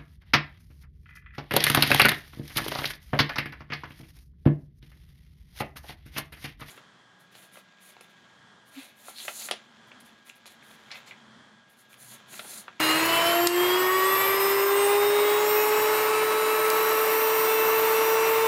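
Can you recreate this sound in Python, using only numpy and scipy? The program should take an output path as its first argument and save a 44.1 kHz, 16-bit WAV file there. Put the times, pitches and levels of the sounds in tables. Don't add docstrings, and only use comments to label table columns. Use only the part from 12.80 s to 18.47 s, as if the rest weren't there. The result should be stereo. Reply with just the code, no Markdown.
import sys
import numpy as np
from scipy import signal
from scipy.fft import rfft, irfft
from scipy.io import wavfile
from scipy.ndimage import uniform_filter1d

SR = 44100
rng = np.random.default_rng(int(sys.argv[2]) if len(sys.argv) > 2 else 0)


def dump(signal):
    limited = np.clip(np.atleast_2d(signal).T, -1, 1)
    pcm = np.round(limited * 32767).astype(np.int16)
    wavfile.write(sys.argv[1], SR, pcm)


N = 250047
T = np.arange(N) / SR
HZ = np.fft.rfftfreq(N, 1 / SR)

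# (multiple of the rotor speed, level [dB])
SHAFT_ORDERS = [(1, -31.0), (2, -47.0), (3, -52), (5, -44)]
# (teeth, level running empty [dB], level under full load [dB])
RING_TEETH = [(9, -58.5, -43.5), (13, -48.5, -50), (21, -44, -43.5), (29, -44.5, -40.5), (33, -43.5, -32.5),
              (37, -43.2, -42.5)]
# (frequency [Hz], relative level [dB])
CHIP_COLOUR = [(1500, -32), (5000, -8), (10000, -23), (12500, -3), (14000, -3), (15700, -8)]


def amp(db):
    return 10 ** (np.asarray(db) / 20)


def unit(x):
    return x / np.sqrt(np.mean(abs(x) ** 2) + 1e-20)


def curves(rows):
    times, *columns = np.transpose(rows)
    return [np.interp(T, times, column) for column in columns]


def spectrum(points, hz):
    f, db = np.transpose(points)
    return amp(np.interp(np.log(hz + 1), np.log(f), db))


def wander(rate_hz):
    coarse = T[::32]
    hz = np.fft.rfftfreq(len(coarse), 32 / SR)
    noise = rng.standard_normal(len(coarse))
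    slow = irfft(rfft(noise) / (1 + (hz / rate_hz) ** 2), len(coarse))
    return np.interp(T, coarse, unit(slow))


def add(mix, s, sound):
    part = mix[max(round(s * SR), 0):][:len(sound)]
    part += sound[:len(part)]


def bump(hz, centre, width):
    return 1 / (1 + (2 * (hz - centre) / width) ** 2)


def housing(hz, ring_db=0):
    # (frequency [Hz], width [Hz], level against the flat base before ring_db [dB])
    shell_modes = [(562, 57, -12), (961, 106, -5), (1098, 206, -3.5), (1270, 49, -22), (1914, 59, -7),
                   (2092.5, 41, -3.5), (2340, 22, -9), (2672, 55, -5.5), (2850, 350, -2.5), (3787, 49, -1),
                   (4050, 120, 0), (5110, 530, -8.5), (6780, 120, -4), (7670, 150, 1.5), (8430, 130, 1)]
    return 1 + sum(amp(db + ring_db) * bump(hz, f, width) for f, width, db in shell_modes)


def standing_waves(modes, hz):
    return amp(sum(db * bump(hz, f, width) for f, width, db in modes))


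def reflections(wet, t60):
    t = T[:SR // 4]
    arrivals = rng.random(len(t)) < 2000 / SR
    echoes = rng.standard_normal(len(t)) * arrivals * amp(-60 * t / t60) * (t > .001)
    echo_spectrum = rfft(unit(echoes) / np.sqrt(len(t)), N)
    return (1 + wet * echo_spectrum) / np.sqrt(1 + wet ** 2)


def coloured(x, points, room):
    return unit(irfft(rfft(x) * spectrum(points, HZ) * housing(HZ) * room, N))


def tone(turns, order, flutter=0, flutter_hz=30):
    angle = 2 * np.pi * (order * turns + rng.random())
    in_phase = np.sqrt(2) + flutter * wander(flutter_hz)
    across = flutter * wander(flutter_hz)
    return (in_phase * np.cos(angle) + across * np.sin(angle)) / np.sqrt(1 + flutter ** 2)


def hum():
    # (multiple of the mains frequency, level [dB])
    hum_tones = [(1, -73), (2, -62)]
    mains_hz = 60
    return sum(amp(db) * tone(mains_hz * T, k, flutter=0.75, flutter_hz=4.9) for k, db in hum_tones)


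def air(speed, room):
    # (frequency [Hz], relative level [dB])
    air_colour = [(20, -31), (95, -31), (140, -17), (240, -11), (370, 1.5), (650, -2.5), (1100, 1.5),
                  (1600, -1.5), (2700, -7), (3200, -12.5), (6400, -17), (8300, -16), (10600, -23),
                  (12800, -17), (15700, -17.5)]
    final_db = -27.5
    rush = coloured(rng.standard_normal(N), air_colour, room)
    speed_db = 29 * np.log10(speed / speed[-1])
    return rush * amp(final_db + speed_db + 0.63 * wander(rate_hz=15))


def chips(load, room):
    full_load_per_s, tick_s, tick_db = 110, .002, -43
    hits = rng.random(N) < full_load_per_s * load ** 2 / SR
    level = signal.lfilter([1], [1, -np.exp(-1 / (tick_s * SR))], hits + 1e-12)
    return amp(tick_db) * level * coloured(rng.standard_normal(N), CHIP_COLOUR, room)


def sprays(room):
    # (start [s], level at the middle [dB], length [s])
    showers = [(0.028, -32, 0.027), (.093, -35, 0.005), (.108, -31, 0.007), (.254, -27, .012),
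               (0.303, -34, .008), (.328, -32, .008), (.353, -31, .012), (.367, -41, .012),
               (0.46, -34, .016), (0.76, -29, .004), (0.843, -64, .008)]
    level = sum(amp(db) * np.exp(-2 * (2 * (T - s) / length - 1) ** 2) for s, db, length in showers)
    return level * coloured(rng.standard_normal(N), CHIP_COLOUR, room)


def clicks(snap_t60=0.0086, ring_t60=0.23, ring_db=-16, rebound=0.8, width_octaves=1.8):
    # (time [s], level before the bass cut [dB], brightest frequency [Hz], time to the rebound [s])
    click_rows = [(0.6714, -5, 3500, 0.0017), (3.9015, -17, 7660, 0.00046)]
    out, t = np.zeros(N), T[:4096]
    hz = np.fft.rfftfreq(len(t), 1 / SR)
    bass_cut = signal.butter(2, 1300, "highpass", fs=SR, output="sos")
    for s, db, bright_hz, gap in click_rows:
        first = amp(-60 * t / snap_t60)
        second = rebound * (t > gap) * amp(-60 * abs(t - gap) / snap_t60)
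        ringing = amp(ring_db - 60 * t / ring_t60)
        octaves_away = np.log2((hz + 1) / bright_hz)
        colour = housing(hz) / (1 + (octaves_away / width_octaves) ** 4)
        noise = unit(irfft(rfft(rng.standard_normal(len(t))) * colour))
        snap = np.tanh(noise) * (first + second + ringing)
        add(out, s, amp(db) * signal.sosfilt(bass_cut, snap))
    return out


def grinding(load, room):
    # (frequency [Hz], relative level [dB])
    grind_colour = [(30, -42), (110, -4), (230, -7.5), (500, -0.5), (1000, -2.5), (1400, 1), (2000, 2.5),
                    (3200, -6.5), (4600, -9), (6500, -18.5), (10000, -16), (13000, -12.5), (15700, -15)]
    # (frequency [Hz], relative level [dB])
    rumble_colour = [(30, -20), (65, -31), (105, -4), (170, -3.5), (230, 0.5), (400, 6.5), (1500, -60)]
    grind_db, rumble_db = -25, -46.5
    impacts = (rng.random(N) < 12000 * load / SR) * rng.standard_normal(N)
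    crunch = coloured(impacts, grind_colour, room) * np.sqrt(load.mean())
    rumble = amp(rumble_db) * load * coloured(rng.standard_normal(N), rumble_colour, room)
    return crunch * np.sqrt(load) * amp(grind_db + 0.65 * wander(rate_hz=24)) + rumble


def overtones(turns, speed, load):
    # (multiple of the rotor speed, level running empty [dB], level under full load [dB])
    outline = [(4, -48, -40.5), (6, -53.5, -41), (7.9, -59, -43), (12.3, -66, -55), (16, -58, -52.5),
               (19.1, -63, -62), (24, -49, -57), (28.04, -50.5, -61), (30, -53, -64), (34, -57, -51),
               (42, -58, -52)]
    bearing_orders = (1.43, 1.5, 2.59, 3.41, 4.41, 4.71, 5.41)
    bearing_db = (-48, -58, -48.5, -46.5, -58, -55, -48.5)
    top_order, odd_db = 42, -6
    bearing_loaded_db = -11
    shell, out = housing(HZ, ring_db=9.5), np.zeros(N)
    orders, empty, loaded = np.transpose(outline)
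    strong = [row[0] for row in [*SHAFT_ORDERS, *RING_TEETH]]
    for k in range(1, top_order + 1):
        if k in strong:
            continue
        empty_db, loaded_db = np.interp(k, orders, empty), np.interp(k, orders, loaded)
        level_db = empty_db + (loaded_db - empty_db) * np.sqrt(load) + odd_db * (k % 2)
        level = amp(level_db) * np.interp(k * speed, HZ, shell)
        out += level * tone(turns, k, flutter=1.07 + 0.73 * load, flutter_hz=5.9)
    for k, db in zip(bearing_orders, bearing_db):
        level = amp(db + bearing_loaded_db * load) * np.interp(k * speed, HZ, shell)
        out += level * tone(turns, k, flutter=0.95, flutter_hz=10.4)
    return irfft(rfft(out) * reflections(wet=0.83, t60=0.13), N)


def rings(turns, speed, load):
    # (frequency [Hz], width [Hz], level [dB])
    chamber_modes = [(3010, 1300, 14.0), (3740, 114, 7), (3887, 20, -11.6), (3902, 65, 5.4),
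                     (4180, 224, 10.5), (5115, 57, 9.1), (5480, 27, 3), (5800, 74, 7), (8485, 150, 11.5),
                     (9240, 170, 6), (10220, 1200, -15.5), (12880, 416, 10.5), (13948, 100, 7),
                     (14300, 82, 7.7), (14333, 48, -14), (14650, 550, 8), (14658, 15, -12.5)]
    ragged, out = 0.15 + 0.49 * load, np.zeros(N)
    for teeth, empty_db, loaded_db in RING_TEETH:
        level = amp(empty_db + (loaded_db - empty_db) * np.sqrt(load))
        level = level * standing_waves(chamber_modes, teeth * speed)
        out += level * tone(turns, teeth, flutter=ragged, flutter_hz=29.8)
    return irfft(rfft(out) * reflections(wet=0.58, t60=0.078), N)


def shaft(turns, speed):
    # (frequency [Hz], width [Hz], level [dB])
    counter_modes = [(337.6, 13.5, -15), (348.4, 30, 10.5), (386.6, 5.6, -6.1), (409.7, 40, 8),
                     (451, 16.7, 6), (683, 40, 21), (813, 19, 12.5), (849, 28, 10.9), (910, 47.5, 17),
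                     (1001, 39, 16), (1135, 117, 25), (1308.7, 77, 16), (1894, 164, 13), (2090, 54, 2.5)]
    out = np.zeros(N)
    for k, db in SHAFT_ORDERS:
        level = amp(db) * standing_waves(counter_modes, k * speed)
        out += level * tone(turns, k, flutter=0.094 * k, flutter_hz=18)
    return out


def scene():
    # (time [s], speed [turns per second])
    speed_rows = [(0.0, 312.0), (0.15, 317.7), (0.28, 330.8), (0.73, 350.9), (1.05, 369.8), (1.31, 383.2),
                  (1.74, 396.4), (1.81, 396.6), (2.12, 407.2), (2.66, 421.4), (3.12, 429.6), (3.3, 432.5),
                  (3.75, 434.9), (4.26, 438.7), (4.44, 441.3), (4.56, 440.7), (4.91, 441.9), (5.67, 447.9)]
    # (time [s], load [0-1])
    load_rows = [(0, 0.98), (.15, 0.77), (.35, 0.82), (.5, 0.66), (.65, 0.31), (.9, 0.47), (1.1, 0.26),
                 (1.45, 0.4), (1.8, 0.12), (2.1, 0.06), (3, 0.18), (5.67, 0.01)]
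    speed, load = curves(speed_rows)[0], np.clip(curves(load_rows)[0], 0, 1)
    wobble = (0.15 + 0.57 * load) * wander(rate_hz=13.7)
    turns = np.cumsum(speed + wobble) / SR
    room = reflections(wet=0.26, t60=0.21)
    whine = hum() + overtones(turns, speed, load) + rings(turns, speed, load) + shaft(turns, speed)
    grain = chips(load, room) + sprays(room) + grinding(load, room)
    mill = air(speed, room) + grain + clicks() + whine
    return np.array([mill, mill])


def record(dry, threshold_db=-18, recovery_db_per_s=50):
    edge_hz, attack_s = 15780, 0.0011
    power_db = 10 * np.log10(abs(uniform_filter1d(dry[0] ** 2, size=160)) + 1e-12)
    fall = T * recovery_db_per_s
    held_db = np.maximum.accumulate(power_db + fall) - fall
    over_db = np.maximum(held_db - threshold_db, 0)
    attack = np.exp(-1 / (attack_s * SR))
    ducked = dry * amp(-signal.lfilter([1 - attack], [1, -attack], over_db))
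    low_pass = signal.firwin(801, edge_hz, window=("kaiser", 9), fs=SR)
    return signal.oaconvolve(ducked, low_pass[None], "same")


dry = scene()
out = record(dry)
dump(out)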